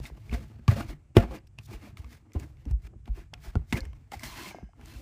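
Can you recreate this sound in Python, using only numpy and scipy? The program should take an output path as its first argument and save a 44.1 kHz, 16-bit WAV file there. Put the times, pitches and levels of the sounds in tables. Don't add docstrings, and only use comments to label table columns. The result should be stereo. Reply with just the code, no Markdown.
import sys
import numpy as np
from scipy import signal
from scipy.fft import rfft, irfft, next_fast_len
from scipy.io import wavfile

SR = 44100
rng = np.random.default_rng(int(sys.argv[2]) if len(sys.argv) > 2 else 0)


def boost(x):
    u = np.asarray(x, float) / 20
    return 10 ** u


def materialize(psi):
    bounded = np.clip(np.atleast_2d(psi).T, -1, 1)
    quanta = np.round(bounded * 32767).astype(np.int16)
    wavfile.write(sys.argv[1], SR, quanta)


N = 221161

# pitch [Hz], width [Hz], level [dB].
BLADES = [(1630, 420, 3.5), (2130, 210, 8), (2330, 250, 5.5), (2800, 210, 2.5), (3050, 180, -9.5),
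          (3560, 130, -19), (4290, 150, -7), (5480, 30, -15)]
# start [s], end [s], hiss level [dB], weight on the bottom [dB].
DRAGS = [
    (4.244, 4.327, -50.5, -5.5),
    (4.371, 4.497, -46.5, -2),
    (4.886, 5.002, -57, -16),
]
DRAG_RISE_S = 0.09
HARD_BLOW_S = 1.1676


def rms_one(x):
    return x / np.sqrt(np.mean(x ** 2) + 1e-20)


def in_time(rows):
    s, *columns = np.transpose(rows)
    return [np.interp(np.arange(N) / SR, np.maximum.accumulate(s), c) for c in columns]


def drift(per_s):
    return np.interp(np.arange(N) * per_s / SR, np.arange(400), rng.standard_normal(400))


def low_pass(x, hz):
    return signal.sosfilt(signal.butter(4, hz, fs=SR, output="sos"), x)


def band_pass(x, low_hz, high_hz):
    return signal.sosfilt(signal.butter(2, [low_hz, high_hz], "band", fs=SR, output="sos"), x)


def coloured(x, points, turn=1):
    size = next_fast_len(N)
    table = np.array(points, float)
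    log_hz = np.log(np.fft.rfftfreq(size, 1 / SR) + 1)
    gain = boost(np.interp(log_hz, np.log(table[:, 0] + 1), table[:, 1]))
    return irfft(rfft(x, size) * turn * gain, size)[..., :N]


def resonate(x, hz, width_hz):
    r = np.exp(-np.pi * width_hz / SR)
    zeros = [(1 - r * r) / 2, 0, (r * r - 1) / 2]
    poles = [1, -2 * r * np.cos(2 * np.pi * hz / SR), r * r]
    return signal.lfilter(zeros, poles, x)


def body(x, peaks, patchy_db):
    total = 0
    for k, (hz, width, db) in enumerate(peaks):
        gain = boost(db + patchy_db * drift(per_s=18))
        total = total + (-1) ** k * gain * resonate(x, hz, width)
    return rms_one(total)


def add(out, s, sound):
    at = round(s * SR)
    out[..., at:at + sound.shape[-1]] += sound[..., :N - at]


def panned(db):
    return boost([[db / 2], [-db / 2]])


def counter():
    # time [s], level [dB].
    shake = [(0.0, -30), (0.1, -60), (0.36, -41.5), (0.66, -49.5), (0.79, -36.5), (0.98, -56.5),
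             (1.86, -52), (2.11, -51.5), (2.33, -61.5), (2.42, -40.5), (2.54, -51), (3.41, -48.5),
             (3.74, -51.5), (3.94, -48), (4.12, -53), (4.27, -46.5), (4.65, -59.5), (4.89, -50)]
    # pitch [Hz], width [Hz], level [dB].
    board_modes = [(52, 22.5, -5.5), (108, 37.2, -7), (143, 13.7, -8.5)]
    # start [s], peak [dB], pitch [Hz], swell [s].
    thuds = [(0.001, -32, 49.3, 0.003), (0.111, -39, 57.6, 0.016), (0.303, -32, 44, 0.0059),
             (0.32, -26.5, 62.5, 0.018), (0.683, -11.5, 107.3, 0.0081), (0.717, -24.5, 108, 0.01),
             (0.876, -34.5, 50.4, 0.017), (1.164, -12, 107, 0.011), (1.166, -21.5, 52, 0.018),
             (1.23, -32.5, 56.6, 0.016), (1.585, -44, 114, 0.011), (1.284, -36, 60, 0.018),
             (1.686, -42, 120, 0.015), (1.74, -36.5, 49, 0.012), (1.927, -44, 111, 0.0072),
             (2.041, -39, 67.6, 0.016), (1.993, -36, 80, 0.009), (2.357, -23.5, 76, 0.0085),
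             (2.663, -30, 65, 0.014), (2.706, -26, 95, 0.0081), (2.717, -21, 62.8, 0.019),
             (2.832, -39, 60, 0.018), (3.091, -25, 52, 0.017), (3.172, -38.5, 50, 0.016),
             (3.474, -33, 49.7, 0.0092), (3.563, -16.5, 74.3, 0.0047), (3.586, -32, 64.3, 0.015),
             (3.726, -25, 244, 0.0034), (3.728, -32.5, 72.4, 0.018), (3.741, -22, 108, 0.004),
             (3.812, -31, 52, 0.0097), (3.843, -38, 81, 0.033), (4.165, -38.5, 79.4, 0.0057),
             (4.623, -42, 61.7, 0.019), (4.63, -37, 194, 0.0038), (4.954, -39, 61.5, 0.013)]
    out = boost(in_time(shake)[0]) * body(rng.standard_normal(N), board_modes, patchy_db=1.5)
    t = np.arange(SR // 3) / SR
    for s, db, hz, swell in thuds:
        shape = t / max(swell, .002)
        swelling = (shape * np.exp(1 - shape)) ** 1.6
        cycles = hz * t * (1.05 - 2.4 * t)
        add(out, s, -boost(db + 4.0) * swelling * np.sin(2 * np.pi * cycles))
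    return out


def grains(per_s, spread_db):
    sizes = boost(spread_db * np.minimum(rng.exponential(1, (2, N)), 4)) * rng.choice([-1, 1], (2, N))
    return sizes * (rng.random((2, N)) < per_s / SR)


def effort(offset_db, share, stretch):
    # peak [s], hiss [dB], weight on the bottom [dB],
    # rise and fall [s per 20 dB].
    ploughs = [(0.065, -50, 0.5, 0.051, 0.0458), (0.175, -79.5, 19.5, 0.2, 0.03),
               (0.34, -47.5, 13, 0.031, 0.06), (0.406, -63, 4.5, 0.37, 0.2), (0.598, -74, 19, 0.045, -0.05),
               (0.81, -49, 10.5, 0.11, 0.048), (0.902, -52, 7.5, 0.049, 0.05),
               (1.355, -54.5, 12.5, 0.081, 0.05), (1.662, -56, -57, 0.051, 0.01),
               (1.739, -51, 6, 0.06, 0.0465), (1.872, -60.5, 10, 0.15, 0.08), (2.02, -75, 22, 0.093, 0.13),
               (2.133, -61, -3, 0.1, 0.1), (2.275, -88, 25.5, 0.24, 0.73), (2.438, -60.5, 11, 0.085, 0.02),
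               (2.719, -67, 12, 0.074, 0), (2.872, -63, 4.5, 0.074, 0.01), (2.605, -73.5, 4.5, 0.05, 0.08),
               (2.962, -102, 44, 0.13, 0), (3.078, -69, 15, 0.032, 0.05), (3.185, -60.5, 7.5, 0.068, 0.09),
               (3.45, -54, -2.5, 0.058, 0.1), (3.712, -59, -24.5, 0.046, 0.13),
               (3.779, -42.5, 8, 0.048, 0.0283), (4.8, -72.5, 18.5, 0.056, 5)]
    # start [s], hiss [dB], weight [dB], fall [s per 20 dB].
    bites = [(0.001, -52, 17.5, 0), (0.101, -71, 31, -0.02), (0.51, -83, 19, 1), (0.686, -45, 9.5, 0.177),
             (1.153, -59.5, 23, 0.16), (1.1615, -50, 14, 0.0268), (1.169, -32.5, 16.5, 0.0179),
             (1.182, -43.5, 16.5, 0.06), (1.2, -52, 19.5, 0.11), (1.472, -62, -24, 0),
             (1.586, -64.5, 10, 0.06), (1.972, -58.5, -4, 0.13), (2.335, -61.5, -5.5, 0.07),
             (2.353, -73, 31, 0.0761), (2.393, -59.5, -25, 0.17), (2.656, -66, 12, 0), (2.712, -59, -11, 0),
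             (2.822, -66.5, -1, 0.04), (3.337, -77, 14, 0.93), (3.56, -69.5, 41, -0.1),
             (3.565, -68.5, 23, 0.07), (3.729, -41, 7, 0.0438), (3.832, -64.5, 14, 0.1),
             (3.935, -73, 25.5, 0), (3.95, -76.5, 12, 0.3), (4.119, -48.5, -2, 0.04),
             (4.193, -58, -13, -0.23), (4.134, -44.5, 0, 0.04), (4.235, -41, -9, 0.1331),
             (4.525, -66, 9, -0.08), (4.554, -69, 20.5, 0.14), (4.645, -77, 17, 0)]
    bite_rise_s, drag_fall_s = 0.0048, 0.045
    dome = 1.2
    rows = [(s, s, db, weight, rise, fall, dome) for s, db, weight, rise, fall in ploughs]
    rows += [(s, s, db, weight, bite_rise_s, fall, 1) for s, db, weight, fall in bites]
    rows += [(*drag, DRAG_RISE_S, drag_fall_s, dome) for drag in DRAGS]
    start, end, db, weight, rise, fall, roundness = np.transpose(rows)[:, :, None]
    t = np.arange(0, N, 32) / SR
    before = np.maximum(start - t, 0) / np.maximum(rise, .002)
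    after = np.maximum(t - end, 0) / np.maximum(stretch * fall, .002)
    power = boost(db + offset_db + share * weight - 20 * (before + after) ** roundness) ** 2
    return np.interp(np.arange(N) / SR, t, np.sqrt(power.sum(axis=0)))


def frame():
    # start [s], level [dB], time to fall 60 dB [s].
    shivers = [
        (3.813, -58.5, 0.38),
        (4.519, -55.5, 0.49),
    ]
    # pitch [Hz], width [Hz], level [dB].
    handle = [(912, 76, -3), (1610, 46, 2), (2130, 42, 5), (3000, 44, -2), (5070, 160, -9), (5850, 80, -6),
              (6300, 250, -12)]
    t = np.arange(N) / SR
    fade = sum(boost(db - 60 * np.abs(t - s) / t60) * (t > s) for s, db, t60 in shivers)
    return fade * body(rng.standard_normal((2, N)), handle, patchy_db=3.0)


def strokes():
    drives = {"hiss": (0.0, 0.0, 0.82), "blade": (-0.46, 0.32, 0.92), "wall": (-2.5, 0.72, 0.94),
              "crunch": (0.0, 1.0, 1.04)}
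    # pitch [Hz], density [dB per Hz].
    flour = [(1760, -45), (3000, -2), (3600, 2), (4320, -4.5), (4760, 1.5), (9600, -5.5), (14100, -7.5),
             (15000, 5), (16000, -2)]
    # pitch [Hz], width [Hz], level [dB].
    wall_modes = [(668, 88.4, 10), (672.3, 241, 4.5), (845, 105, 3.5), (1000, 62, -2), (1140, 250, -2.5)]
    # pitch [Hz], width [Hz], level [dB].
    crunch_modes = [(202, 27, 7), (230, 47, 5), (321, 59.3, 4.5), (426.6, 31, 0), (547.4, 260, -6)]
    gain = {name: effort(*drive) for name, drive in drives.items()}
    clumps = drift(per_s=93)
    crumbs = grains(per_s=4400, spread_db=0.5) * boost(2.1 * clumps)
    lumps = grains(per_s=1500, spread_db=3.5) * boost(3.1 * clumps)
    hiss = rms_one(coloured(crumbs, flour))
    broad = rms_one(band_pass(crumbs[::-1], 1300, 4000))
    blade = rms_one(body(crumbs, BLADES, patchy_db=2.5) + .5 * broad)
    steel = gain["hiss"] * hiss + gain["blade"] * blade
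    wall = gain["wall"] * low_pass(body(lumps, wall_modes, patchy_db=0.0), hz=1660)
    bottom = low_pass(gain["crunch"] * body(lumps, crunch_modes, patchy_db=4.5), hz=700)
    return steel + wall + bottom + frame()


def swelling_rings(rows, sharpness):
    out, t = np.zeros((2, N)), np.arange(SR // 8) / SR
    rise_share = .65
    for s, db, hz, swell, pan_db in rows:
        shape = np.maximum(t / max(swell, .0008) - 1 + rise_share, 0) / rise_share
        ring = (shape * np.exp(1 - shape)) ** sharpness * np.sin(2 * np.pi * hz * t)
        add(out, s, boost(db) * ring * panned(pan_db))
    return out


def edge_catches():
    # start [s], peak [dB], pitch [Hz], swell [s], left-right difference [dB].
    caught_edges = [(0.0524, -42, 2074, 0.0045, -11), (0.0538, -47.5, 3670, 0.0051, 14),
                    (0.3121, -46, 2610, 0.0038, 2.1), (0.3338, -42, 700, 0.014, -2.5),
                    (0.3349, -41.5, 3640, 0.0031, -10), (0.6789, -30, 1163, 0.0046, 19),
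                    (0.6791, -29.5, 4450, 0.00074, 4), (0.6795, -29.5, 1650, 0.003, 0.5),
                    (0.6792, -30, 2295, 0.0035, 12.5), (0.7078, -35.5, 2000, 0.0027, -1),
                    (0.7702, -39.5, 700, 0.023, -3), (0.8057, -38.5, 1440, 0.0061, 1),
                    (1.1657, -33.5, 1890, 0.0032, -9), (1.1658, -29, 700, 0.015, 7),
                    (1.3855, -61, 4813, 0.0023, -1), (1.5795, -52, 2630, 0.0014, 0),
                    (1.5861, -47, 2664, 0.0024, 2.7), (1.5866, -50.5, 5620, 0.0018, -7),
                    (2.3333, -56.5, 5970, 0.0013, -12), (2.6522, -57.5, 6000, 0.0018, 8.5),
                    (3.3375, -44, 2620, 0.0018, -3), (3.3376, -46.5, 5420, 0.0017, -3),
                    (3.5524, -43, 1405, 0.0033, -1), (3.7222, -38.5, 972, 0.0079, 17),
                    (3.7233, -37, 2236, 0.0037, -4.5), (3.7247, -33.5, 3510, 0.0033, -6),
                    (3.7403, -35.5, 2190, 0.0039, -0.8), (3.75, -34, 2070, 0.0065, 0),
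                    (3.7595, -41, 882, 0.0052, 2), (3.7687, -31, 2340, 0.0026, -1),
                    (3.7761, -44, 1725, 0.0087, 17), (3.8045, -47.5, 4290, 0.0018, -1.7),
                    (4.1334, -44.5, 2050, 0.007, 5.5), (4.1338, -37, 797, 0.0054, 11),
                    (4.2458, -41.5, 2040, 0.0051, 13), (4.3841, -42.5, 2130, 0.0067, 13),
                    (4.3875, -43, 990, 0.0055, 8), (4.4083, -42, 2660, 0.0033, 1.6),
                    (4.4419, -43, 1020, 0.0054, -3), (4.4588, -41, 2170, 0.0044, 6.5),
                    (4.4743, -45, 2090, 0.0045, 1.6), (4.5041, -43, 2280, 0.0057, -7)]
    return swelling_rings(caught_edges, sharpness=1.2)


def ticks():
    # start [s], peak [dB], pitch [Hz], bright part
    # [dB], left-right difference [dB].
    edge_ticks = [(0.0538, -35, 1980, -27, 11.5), (0.295, -40.5, 2220, -27, 8.5),
                  (0.3132, -45, 2670, -18, -5), (0.3303, -35.5, 2130, -20, -13),
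                  (0.6801, -18.5, 1160, -45, -2.5), (1.168, -12, 1100, -7, 4),
                  (1.345, -50, 1750, -12.5, -4), (1.5868, -33.5, 2560, -24.5, 3),
                  (1.9714, -37.5, 1280, -19.5, 2), (2.0448, -42, 1170, -18.5, -3),
                  (2.398, -41, 2330, 8.5, -2), (2.654, -47.5, 2640, -1.5, -0.5),
                  (2.7107, -47, 1000, 8.5, 8), (3.0776, -45.5, 1166, -28, 4.0),
                  (3.3377, -28.5, 2430, -30, -1.5), (3.5545, -34.5, 1450, -34.5, 3),
                  (3.7257, -18, 1990, -33, -5), (3.8054, -35.5, 4370, 3.5, 3), (3.8525, -43, 1820, 3.5, 2),
                  (4.119, -33, 1250, -10, 4.5), (4.1949, -40.5, 2130, 6, 8), (4.2329, -33, 2100, -5, 9.5),
                  (4.8125, -47.5, 1600, -23.5, -12), (4.858, -47, 2400, 9.5, -1),
                  (0.499, -64, 1080, -17, 13),
        (1.474, -52, 5340, -2, 9),
        (2.3198, -56, 2160, -14, 20),
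        (2.334, -53.5, 1450, 10, 0),
        (2.5701, -57.5, 1122, -15.5, 10),
        (3.057, -46.5, 2450, -35, 2),
        (3.9315, -47.5, 1100, -15, 5),
    ]
    rattle_t60_s, rattle_s_per_db = .024, .0001
    snap = 4.2
    out, t = np.zeros((2, N)), np.arange(SR // 12) / SR
    touches = sorted(edge_ticks)
    rattle = rng.standard_normal((len(touches), 2, len(t)))
    for (s, db, hz, bright_db, pan_db), (shared, own) in zip(touches, rattle):
        t60 = rattle_t60_s + rattle_s_per_db * db
        fade = boost(-60 * t / max(t60, .003)) + boost(-60 * t / 0.0036)
        burst = (shared + 0.93 * own * [[1], [-1]]) * fade - snap * (t == 0)
        near = 0
        for blade_hz, width, level_db in BLADES:
            gain = boost(level_db - 4.4 * abs(np.log2(blade_hz / hz)))
            near = near + gain * resonate(burst, blade_hz, 1.4 * width)
        steel = resonate(resonate(burst, hz, 0.24 * hz), hz, 0.24 * hz) + 0.21 * near
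        steel = steel + 0.077 * band_pass(burst, 600, 3800)
        crack = band_pass(burst, 4200, 9500)
        crack = .5 * crack + 0.21 * resonate(crack, 4200, 790) - resonate(crack, 5600, 600)
        crack = crack + 0.3 * resonate(burst, 13000, 5000)
        tick = steel / np.abs(steel).max() + boost(bright_db - 3.5) * crack / np.abs(crack).max()
        add(out, s, boost(db + 2.0) * tick * panned(pan_db))
    return out


def butter_lumps():
    # start [s], peak [dB], pitch [Hz], swell [s].
    squashed = [(0.103, -46, 150, 0.014), (0.114, -52, 396, 0.0042), (0.2713, -56, 214, 0.011),
                (0.362, -49.5, 531, 0.012), (0.3894, -43.5, 213, 0.018), (0.7108, -39.5, 409, 0.0097),
                (0.7124, -36, 570, 0.0079), (0.753, -36.5, 152, 0.012), (0.7613, -33, 555, 0.0046),
                (0.7974, -33.5, 660, 0.006), (0.8986, -39, 306, 0.0082), (0.913, -45.5, 149, 0.023),
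                (1.2073, -37.5, 152.6, 0.021), (1.2984, -46, 532, 0.02), (1.31, -41, 144.6, 0.018),
                (1.3119, -42, 532, 0.014), (1.3424, -38.5, 510, 0.005), (1.3602, -48, 336, 0.0085),
                (1.7135, -44, 374, 0.006), (1.7207, -44, 318, 0.012), (1.745, -51, 440, 0.0057),
                (1.8693, -51, 585, 0.0045), (1.9257, -51, 195, 0.013), (2.3488, -41, 247, 0.0048),
                (2.4389, -45, 318, 0.0091), (2.6609, -36.5, 279.5, 0.0074), (2.66, -44, 146, 0.0155),
                (2.8692, -56.5, 330, 0.01), (2.9491, -52, 214, 0.012), (3.0818, -44, 150, 0.009),
                (3.1236, -56.5, 148, 0.012), (3.171, -45.5, 383, 0.0051), (3.2108, -49.5, 342, 0.0063),
                (3.457, -49.5, 366, 0.0072), (3.4714, -47.5, 700, 0.0022), (3.5511, -31.5, 152, 0.016),
                (3.553, -37.5, 408, 0.0081), (3.7532, -43.5, 524, 0.0078), (3.7747, -44.4, 527, 0.015),
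                (4.2437, -50, 250, 0.0079), (4.6877, -57, 700, 0.0035), (4.606, -51, 720, 0.004)]
    return swelling_rings([(*lump, 0) for lump in squashed], sharpness=0.66)


def knocks():
    # start [s], peak [dB], main pitch [Hz], upper modes [dB],
    # share of full decay.
    hits = [(0.327, -24.5, 213, -23, 0.41), (0.344, -26, 240, -16, 0.15), (0.501, -46, 222, -15, 0.5),
            (0.593, -41.5, 226, -31, 0.51), (0.68, -19, 227, -11.5, 0.5), (1.177, -17, 238, -3, 0.93),
            (1.31, -31.5, 520, -9, 0.72), (2.351, -32.5, 345, -31, 1), (2.662, -36, 265, -29, 0.7),
            (2.711, -37.5, 327, -8, 0.54), (3.079, -34, 222, -9.5, 0.48), (3.334, -36, 880, 9, 0.69),
            (3.555, -18, 220, -12.5, 0.26), (3.726, -23, 221, -3.5, 0.51), (4.122, -32.5, 840, 1.5, 1),
            (4.134, -36, 840, 1, 0.3), (4.514, -56, 325, 3, 0.28), (4.549, -43, 338, -17, 0.23),
            (4.588, -46, 343, -10, 0.54), (4.628, -37.5, 201, -14, 0.3), (4.733, -51, 301, 4, 0.78),
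            (4.795, -45, 208, -4, 0.52)]
    # peak [dB], main pitch [Hz], upper modes [dB], share of full decay.
    hardest = (-2, 398.5, -16.5, 0.82)
    # pitch [Hz], level [dB], time to fall 60 dB [s].
    bowl_modes = [(233, 5, .2), (360, 7, 0.058), (355, -16, 0.21), (419, -13.5, 0.045), (526, -6.5, 0.16),
                  (665, -4, 0.027), (720, -9.5, 0.26), (840, 3, 0.034), (920, -41.5, .1), (1100, -9, 0.049),
                  (1393, 0.5, 0.12)]
    out, t = np.zeros((2, N)), np.arange(SR // 4) / SR
    hz, db, t60 = np.transpose(bowl_modes)[:, :, None]
    blows = [*hits, (HARD_BLOW_S, *hardest)]
    chance = rng.standard_normal((len(blows), 2, len(bowl_modes), 1))
    for (s, peak_db, main_hz, upper_db, share), (own, sign) in zip(blows, chance):
        near_db = -12.0 * np.abs(np.log2(hz / main_hz))
        upper_near_db = 6.0 - 8.3 * np.abs(np.log2(hz / max(main_hz, 760)))
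        strength = boost(db + 2.0 * own + np.where(hz > 580, upper_db + upper_near_db, near_db))
        fade = boost(-60 * t / (t60 * max(share, .05)))
        modes = strength * fade * np.sin(2 * np.pi * hz * t)
        directions = [modes.sum(axis=0), (np.sign(sign) * modes).sum(axis=0)]
        ring = low_pass(directions, hz=1250)
        add(out, s, -boost(peak_db) * ring / np.abs(ring[0]).max())
    return out


def struck():
    # pitch [Hz], level [dB], time to fall 60 dB [s].
    rim = [(453, -22.5, 0.089), (531, -24, .09), (603, -25.5, 0.083), (680, -22, 0.17), (928, -30.5, .06),
           (1100, -30, .05), (1500, -33, 0.07), (1790, -33, 0.083), (2056, -31, 0.076), (3160, -30, .025)]
    # start [s], peak [dB], pitch [Hz], time to fall 60 dB [s].
    clods = [
        (1.5865, -42, 950, 0.014),
        (4.5125, -39, 750, .012),
        (4.5467, -30, 700, 0.018),
        (4.5857, -34.5, 700, 0.017),
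        (4.7335, -48.5, 1100, .01),
    ]
    out, t = np.zeros(N), np.arange(SR // 6) / SR
    rim_rings = [(HARD_BLOW_S, db, hz, t60) for hz, db, t60 in rim]
    for s, db, hz, t60 in [*rim_rings, *clods]:
        add(out, s, boost(db - 60 * t / max(t60, .003)) * np.sin(2 * np.pi * hz * t))
    return out


def scrape():
    # pitch [Hz], width [Hz], level [dB].
    edge_tones = [(1004, 130, 0), (2090, 70, 0), (2660, 90, -2.5), (3150, 150, -5), (4170, 110, -7),
                  (6000, 55, -19)]
    t = np.arange(N) / SR
    gain = 0
    for start, end, db, _ in DRAGS:
        away = np.maximum(start - t, 0) / DRAG_RISE_S + np.maximum(t - end, 0) / 0.049
        gain = gain + boost(db - 5 - 20 * away)
    return gain * body(rng.standard_normal((2, N)), edge_tones, patchy_db=5.0)


def kitchen(x):
    t60_s, wall_cut_hz = 0.42, 2400
    size = next_fast_len(N + SR)
    turn = np.exp(-2j * np.pi * np.fft.rfftfreq(size))
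    dull = 1 / (1 + 1j * np.fft.rfftfreq(size, 1 / SR) / wall_cut_hz)
    out = np.zeros((2, len(turn)), complex)
    for k, lag in enumerate(rng.uniform(.008, 0.027, 12) * SR):
        loop = boost(-60 * lag / SR / t60_s) * dull * turn ** int(lag)
        out[k % 2] += (-1) ** (k // 2) * loop / (1 - loop)
    return irfft(out * rfft(x, size), size)[:, :N]


def ports(x, other, alike):
    # pitch [Hz], side over mid [dB].
    spread = [(60, -41), (150, -21), (380, -9.5), (950, -0.5), (2380, -0.5), (5980, 2), (15000, 1.5)]
    side = coloured(alike * x + np.sqrt(1 - min(alike, 1) ** 2) * other, spread, turn=1j)
    return np.array([x + side, x - side])


def scene():
    # pitch [Hz], density [dB per Hz].
    hush = [(88, -32.5), (150, 6.5), (331, -7.5), (486, -24), (687, -20), (1500, -22.5), (1950, -58.5),
            (3300, -120)]
    # pitch [Hz], density [dB per Hz].
    mic_hiss = [(880, -22.5), (1500, -4.5), (2340, 0), (3770, -13.5), (7760, -4), (14900, -30),
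                (16000, -26)]
    board, plough, steel, bowl = counter(), strokes(), ticks(), knocks()
    room = kitchen(bowl[0] + steel[0] + plough[0])
    air = boost(-72.5) * rms_one(coloured(rng.standard_normal((2, N)), hush))
    hiss = boost(-80.0) * rms_one(coloured(rng.standard_normal((2, N)), mic_hiss))
    close = ports(*plough, alike=0.46) + steel + ports(*bowl, alike=0.99) + ports(board, 0, alike=0.85)
    grit = rms_one(low_pass(rng.standard_normal((2, N)), hz=160))
    flutter = boost(-1.5) * (1 + 0.52 * grit)
    close = close + flutter * (edge_catches() + butter_lumps())
    rings = struck()
    close = close + ports(rings, rings, alike=1.0) + ports(*scrape(), alike=0.71)
    return close + boost(-27.5) * room + ports(*air, alike=.3) + hiss


def band_limit(x):
    return signal.sosfilt(signal.butter(12, 16660, fs=SR, output="sos"), x)


def record(dry):
    low_cut = signal.sosfilt(signal.butter(2, 30, "high", fs=SR, output="sos"), dry)
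    mix = signal.sosfilt(signal.cheby2(12, 60, 15820, fs=SR, output="sos"), low_cut)
    return band_limit(mix)


dry = scene()
out = record(dry)
materialize(out)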